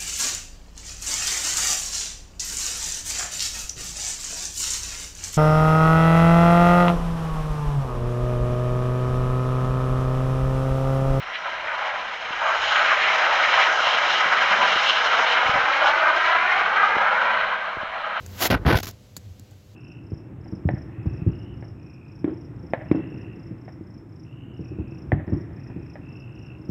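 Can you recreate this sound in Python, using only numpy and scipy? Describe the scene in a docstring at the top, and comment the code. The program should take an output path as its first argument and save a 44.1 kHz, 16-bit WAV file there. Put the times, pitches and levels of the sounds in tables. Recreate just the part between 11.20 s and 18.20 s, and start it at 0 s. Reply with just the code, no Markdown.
"""A fighter jet flies low along an airfield, heard from the grass with a small camera.
First its compressor whines, climbing as it spools up. The exhaust's mixing noise swells to a roar,
fluttering in turbulent air; the jet is abeam at 2.6 s. A low rumble swells, the turbine whistles
briefly, and the ground echo sweeps a comb upward through the roar as the jet draws away.
Throughout, a light breeze bumps the microphone now and then."""
import sys
import numpy as np
from scipy.fft import rfft, irfft, next_fast_len
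from scipy.io import wavfile
from scipy.ndimage import map_coordinates

SR = 44100
rng = np.random.default_rng(int(sys.argv[2]) if len(sys.argv) > 2 else 0)


def waveform_to_disk(signal):
    """Save audio, clipped to [-1, 1], as 16-bit WAV at the path in sys.argv[1]."""
    frames = np.transpose(np.atleast_2d(signal))
    scaled = np.clip(frames, -1, 1) * 32767
    samples = np.round(scaled).astype(np.int16)
    wavfile.write(sys.argv[1], SR, samples)


N = 308700

# camera hiss: (frequency [Hz], density [dB])
SELF_NOISE_SPECTRUM = [(1000, -1), (5000, -0.5), (8000, -7.5), (9500, -13.5), (10300, -26)]
# microphone port peaks and notches: (centre [Hz], width [Hz], gain [dB])
PORT_RESONANCES = [(347.5, 17, 5), (395, 17, 1.5), (478.3, 43, 4.5), (644, 20, 4), (694, 11, -8),
                   (783, 99, 1.5), (995, 7.5, 6.5), (1123, 82, -2), (1268, 71, 2.5), (1610, 120, 2),
                   (1753, 130, -3), (2570, 120, -4.5), (3033, 260, 2.5), (3443, 150, -3.5), (4080, 400, 3),
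                   (4585, 280, -6), (5150, 360, 0.5)]
# wind rumble: (frequency [Hz], density [dB])
BREEZE_SPECTRUM = [(20, 0.5), (70, 1), (130, -6.5), (300, -25), (1000, -76.5)]
# gusts: (time [s], gain [dB], half length [s])
BREEZE_GUSTS = [(1.45, 4, 0.072), (4.35, 11, .09), (6.63, 6, 0.17)]
# single eddies on the diaphragm: (time [s], peak [dB], pitch [Hz])
BREEZE_BUMPS = [(0.741, -47, 190), (1.108, -34.5, 220), (2.672, -40, 119.4), (3.061, -34, 210),
                (3.562, -29.5, 250), (4.264, -37, 90), (4.296, -26.5, 109), (4.344, -32, 120),
                (4.358, -30, 151), (4.386, -35, 110), (4.441, -36, 170), (5.768, -22.5, 290),
                (6.571, -28, 340), (6.579, -37, 70), (6.634, -34, 170)]
# low rumble swells: (time [s], gain [dB], half length [s])
RUMBLE_SWELLS = [(3.3, 17, 0.32), (5.75, 13.6, 0.63), (6.9, 7.5, 0.17)]
# compressor whine, beamed forwards: (time [s], level [dB])
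COMPRESSOR_LEVEL = [(0, -60), (.2, -57), (.35, -68), (.8, -70), (1.5, -51.5), (1.9, -60.5), (4, -81.5),
                    (7, -99)]
# reflection off grass: (frequency [Hz], gain [dB], phase lag [rad])
GRASS_REFLECTION = [(200, 1, -.45), (700, 0, -.4), (1500, 0, -.25), (2100, -.5, .55), (2800, -6, .6),
                    (3800, -15, 1.3), (8000, -30, 1.5)]
# exhaust noise before band levelling: (frequency [Hz], density [dB])
PLUME_SPECTRUM = [(40, -43), (120, -23), (220, -23), (420, -12.5), (590, -4.5), (900, -2), (1400, 2.5),
                  (2100, -1.5), (3200, -7), (4800, -22.5), (6500, -31), (7400, -42.5), (8200, -59),
                  (10000, -80.5)]
# base level of the arriving roar: (time [s], level [dB])
ROAR_LEVEL = [(-0.0, -35), (0.27, -32), (0.66, -31), (0.99, -33), (1.41, -25.5), (2.36, -20.5), (3.73, -23),
              (3.97, -19.5), (5.19, -21), (5.87, -19.5), (6.26, -24), (6.68, -29.5), (7.0, -25)]
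# eddy sizes, as rumble, body, howl, rasp, hiss, fizz: (low edge [Hz], high edge [Hz])
EDDY_BANDS = [(280, 480), (560, 1050), (1180, 1620), (1760, 2450), (2800, 4400), (5000, 7500)]
# beam per eddy band: (gain abeam [dB], extra gain tail on [dB])
EDDY_BEAMS = [(-24, -3), (-5.5, -0.2), (-3.0, 0.5), (-5, -2.5), (-9, -3.5), (-21.5, -3.5)]
# turbulent air focusing or shading the roar: (time [s], gain [dB], half length [s], centre [Hz])
AIR_SURGES = [(0.154, 11, 0.026, 2900), (0.258, 6, 0.039, 1060.0), (0.505, 5.5, 0.027, 1710.0),
              (0.658, 7, 0.17, 940.0), (1.278, 10.5, 0.08, 1040), (1.514, 7, 0.11, 4450),
              (1.566, 8.5, 0.1, 1110), (1.725, 8.5, 0.015, 1190.0), (1.838, 5.5, 0.14, 2260),
              (2.054, 4.3, 0.081, 960.0), (2.252, 5.5, 0.034, 2290), (2.384, 9, 0.017, 1130),
              (2.42, 5, 0.059, 2660), (2.577, -6, 0.1, 2670), (2.664, 6.5, 0.12, 4080),
              (2.932, 7, 0.061, 4200), (3.33, 3.8, 0.21, 1610), (3.414, 7.5, 0.069, 516),
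              (3.633, 9.5, 0.31, 4510), (3.694, 8, 0.029, 4150), (4.116, 7, 0.04, 3980.0),
              (4.303, 3.5, 1, 405), (4.675, 6.5, 0.059, 940), (4.675, 10.5, 0.028, 4550.0),
              (4.876, 4, 0.083, 1250.0), (5.067, 6, 0.068, 4750), (5.229, 5.0, 0.25, 2000),
              (5.607, 5, 0.055, 1210.0), (5.96, 3.5, 0.27, 1350), (6.198, 5.5, 0.13, 3140),
              (6.94, 5.5, 0.439, 4080)]

ABEAM_S, PASS_S = 2.636, 2.67  # PASS_S: time to fly one closest distance


def amp(db):
    """Decibels to gain."""
    return 10 ** (np.asarray(db) / 20)


def unit(x):
    """Scale to rms 1."""
    return x / np.sqrt(np.mean(x ** 2) + 1e-20)


def seconds():
    """Time of each sample."""
    return np.arange(N) / SR


def envelope_db(rows):
    """(time, level) points joined per sample."""
    return np.interp(seconds(), *np.transpose(rows))


def swell(time_s, half_s):
    """Gaussian rise to 1 and back."""
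    return np.exp(-np.minimum(((seconds() - time_s) / half_s) ** 2, 20))


def swells_db(rows):
    """Sum of (time, gain, half length) swells."""
    return sum(db * swell(time_s, half_s) for time_s, db, half_s in rows)


def wobble(rate_hz):
    """Smooth random curve, rate_hz knots a second."""
    knots = rng.standard_normal(int(N * rate_hz / SR) + 4)
    return map_coordinates(knots, [np.arange(N) * rate_hz / SR])


def filtered(x, response):
    """Apply a frequency response."""
    size = next_fast_len(N + SR // 2)
    return irfft(rfft(x, size) * response(np.fft.rfftfreq(size, 1 / SR)), size)[:N]


def shaped(x, spectrum):
    """Filter by (frequency, dB) points joined on a log axis."""
    knots_hz, db = np.transpose(spectrum)
    return filtered(x, lambda hz: amp(np.interp(np.log(hz + 1), np.log(knots_hz + 1), db)))


def noise(spectrum):
    """Coloured noise, rms 1."""
    return unit(shaped(rng.standard_normal(N), spectrum))


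def narrow_noise(hz, width_hz):
    """Noise around a steady or moving pitch, rms 1."""
    phase = 2 * np.pi * np.cumsum(hz * np.ones(N)) / SR
    return unit(wobble(width_hz) * np.cos(phase) + wobble(width_hz) * np.sin(phase))


def port_gain(hz):
    """Resonances of the microphone port."""
    return amp(sum(db * np.exp(-2 * ((hz - centre_hz) / width_hz) ** 2)
                   for centre_hz, width_hz, db in PORT_RESONANCES))


def breeze(base_db, uneven_db):
    """Faint gusty rumble; single eddies push and pull the diaphragm once."""
    out = noise(BREEZE_SPECTRUM) * amp(base_db + swells_db(BREEZE_GUSTS) + uneven_db * wobble(7.5))
    for time_s, peak_db, hz in BREEZE_BUMPS:
        phase = 2 * np.pi * hz * (seconds() - time_s)
        out += amp(peak_db) * phase * np.exp((1 - phase ** 2) / 2)
    return out


def field_rumble(base_db, pitch_hz):
    """Dull rumble that swells a few times once the jet has passed."""
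    band = narrow_noise(pitch_hz, width_hz=115)
    return amp(base_db + swells_db(RUMBLE_SWELLS) + 1.4 * wobble(3.8)) * band


def blade_tone(hz, db, width_hz):
    """Tone smeared by the air into a wavering noise band."""
    return amp(db + 1.8 * wobble(12)) * narrow_noise(hz, width_hz)


def compressor(from_hz, to_hz, spool_s):
    """Intake whine: climbs as the engines spool up, fades as the nose passes."""
    hz = to_hz + (from_hz - to_hz) * np.exp(-seconds() / spool_s)
    return blade_tone(hz, envelope_db(COMPRESSOR_LEVEL), width_hz=750)


def turbine(peak_s, peak_db, pitch_hz, sag_hz_per_s=180, rise_db_per_s=44, fade_db_per_s=15):
    """Short sagging whistle, beamed backwards, as the nozzles turn to the listener."""
    since_s = seconds() - peak_s
    db = peak_db + np.minimum(rise_db_per_s * since_s, -fade_db_per_s * since_s)
    return blade_tone(pitch_hz - sag_hz_per_s * since_s, db, width_hz=220)


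def flight():
    """Straight pass: distance [closest distances], aspect [-1 nose on, 1 tail on]."""
    travelled = (seconds() - ABEAM_S) / PASS_S
    distance = np.hypot(1, travelled)
    return distance, travelled / distance


def ground_echo(x, abeam_lag_ms, cleanest_s):
    """Bounce off the grass; its lag shrinks as the jet nears the horizon, sweeping a comb upward."""
    distance, _ = flight()
    lag_ms = abeam_lag_ms / distance ** 2
    strength = 0.16 + 0.48 * swell(cleanest_s, half_s=0.95)  # weak at steep angles
    grass_hz, gain_db, lag_rad = np.transpose(GRASS_REFLECTION)
    reflection = lambda hz: amp(np.interp(hz, grass_hz, gain_db))
    bounce = filtered(x, lambda hz: reflection(hz) * np.exp(-1j * np.interp(hz, grass_hz, lag_rad)))
    echo = map_coordinates(bounce, [np.arange(N) - lag_ms * SR / 1000])
    # both paths share the power where the grass reflects
    shared = filtered(x, lambda hz: reflection(hz) ** 2)
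    direct_gain = 1 / np.sqrt(1 + strength ** 2)
    return x - (1 - direct_gain) * shared + direct_gain * strength * echo


def air_loss_db(hz, distance):
    """Absorption beyond the closest distance; grows as a power of frequency."""
    return 1.87 * (hz / 1000) ** 1.276 * (distance - 1)


def air_surge_db(hz, half_width_oct=0.68):
    """Turbulent air briefly focuses or shades the sound near hz."""
    return sum(db * swell(time_s, half_s) * np.exp(-(np.log2(hz / centre_hz) / half_width_oct) ** 2)
               for time_s, db, half_s, centre_hz in AIR_SURGES)


def mixing_noise(shocks_per_s, shock_db):
    """Turbulent mixing noise with a crackle of small shocks."""
    shocks = (rng.random(N) < shocks_per_s / SR) * rng.random(N)
    return unit(rng.standard_normal(N) + amp(shock_db) * unit(shocks))


def exhaust(common_flutter_db, band_flutter_db):
    """Big eddies rumble, small ones hiss; each size has its own beam, air loss, surges and flutter."""
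    distance, aspect = flight()
    roar_db = envelope_db(ROAR_LEVEL) + common_flutter_db * wobble(70)
    plume = shaped(mixing_noise(shocks_per_s=700, shock_db=-11), PLUME_SPECTRUM)
    out = np.zeros(N)
    for k, ((low_hz, high_hz), (abeam_db, tail_db)) in enumerate(zip(EDDY_BANDS, EDDY_BEAMS)):
        centre_hz = np.sqrt(low_hz * high_hz)
        share = np.repeat(np.arange(len(EDDY_BANDS)) == k, 2)  # neighbouring bands crossfade
        band = filtered(plume, lambda hz: np.interp(hz, np.ravel(EDDY_BANDS), share))
        through_port = filtered(plume, lambda hz: port_gain(hz) * (hz > low_hz) * (hz < high_hz))
        beam_db = abeam_db + tail_db * aspect
        air_db = air_surge_db(centre_hz) - air_loss_db(centre_hz, distance)
        flutter_db = band_flutter_db * wobble(30)
        out += band / np.std(through_port) * amp(roar_db + beam_db + air_db + flutter_db)
    return out


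def scene():
    """Jet over grass, breeze at the microphone; mono."""
    roar = exhaust(common_flutter_db=0.94, band_flutter_db=0.97)
    mix = ground_echo(roar, abeam_lag_ms=5.585, cleanest_s=5.15)
    mix += compressor(from_hz=5380, to_hz=7050, spool_s=1.1)
    mix += turbine(peak_s=4.58, peak_db=-45.5, pitch_hz=4500)
    mix += field_rumble(base_db=-65, pitch_hz=214)
    mix += breeze(base_db=-61.5, uneven_db=3.5)
    return mix[None]


def record(dry):
    """Camera: port colour, faint electronic hiss, band limit."""
    picked_up = filtered(dry[0], port_gain) + amp(-66) * noise(SELF_NOISE_SPECTRUM)
    return filtered(picked_up, lambda hz: hz < 10400)[None]


dry = scene()
out = record(dry)
waveform_to_disk(out)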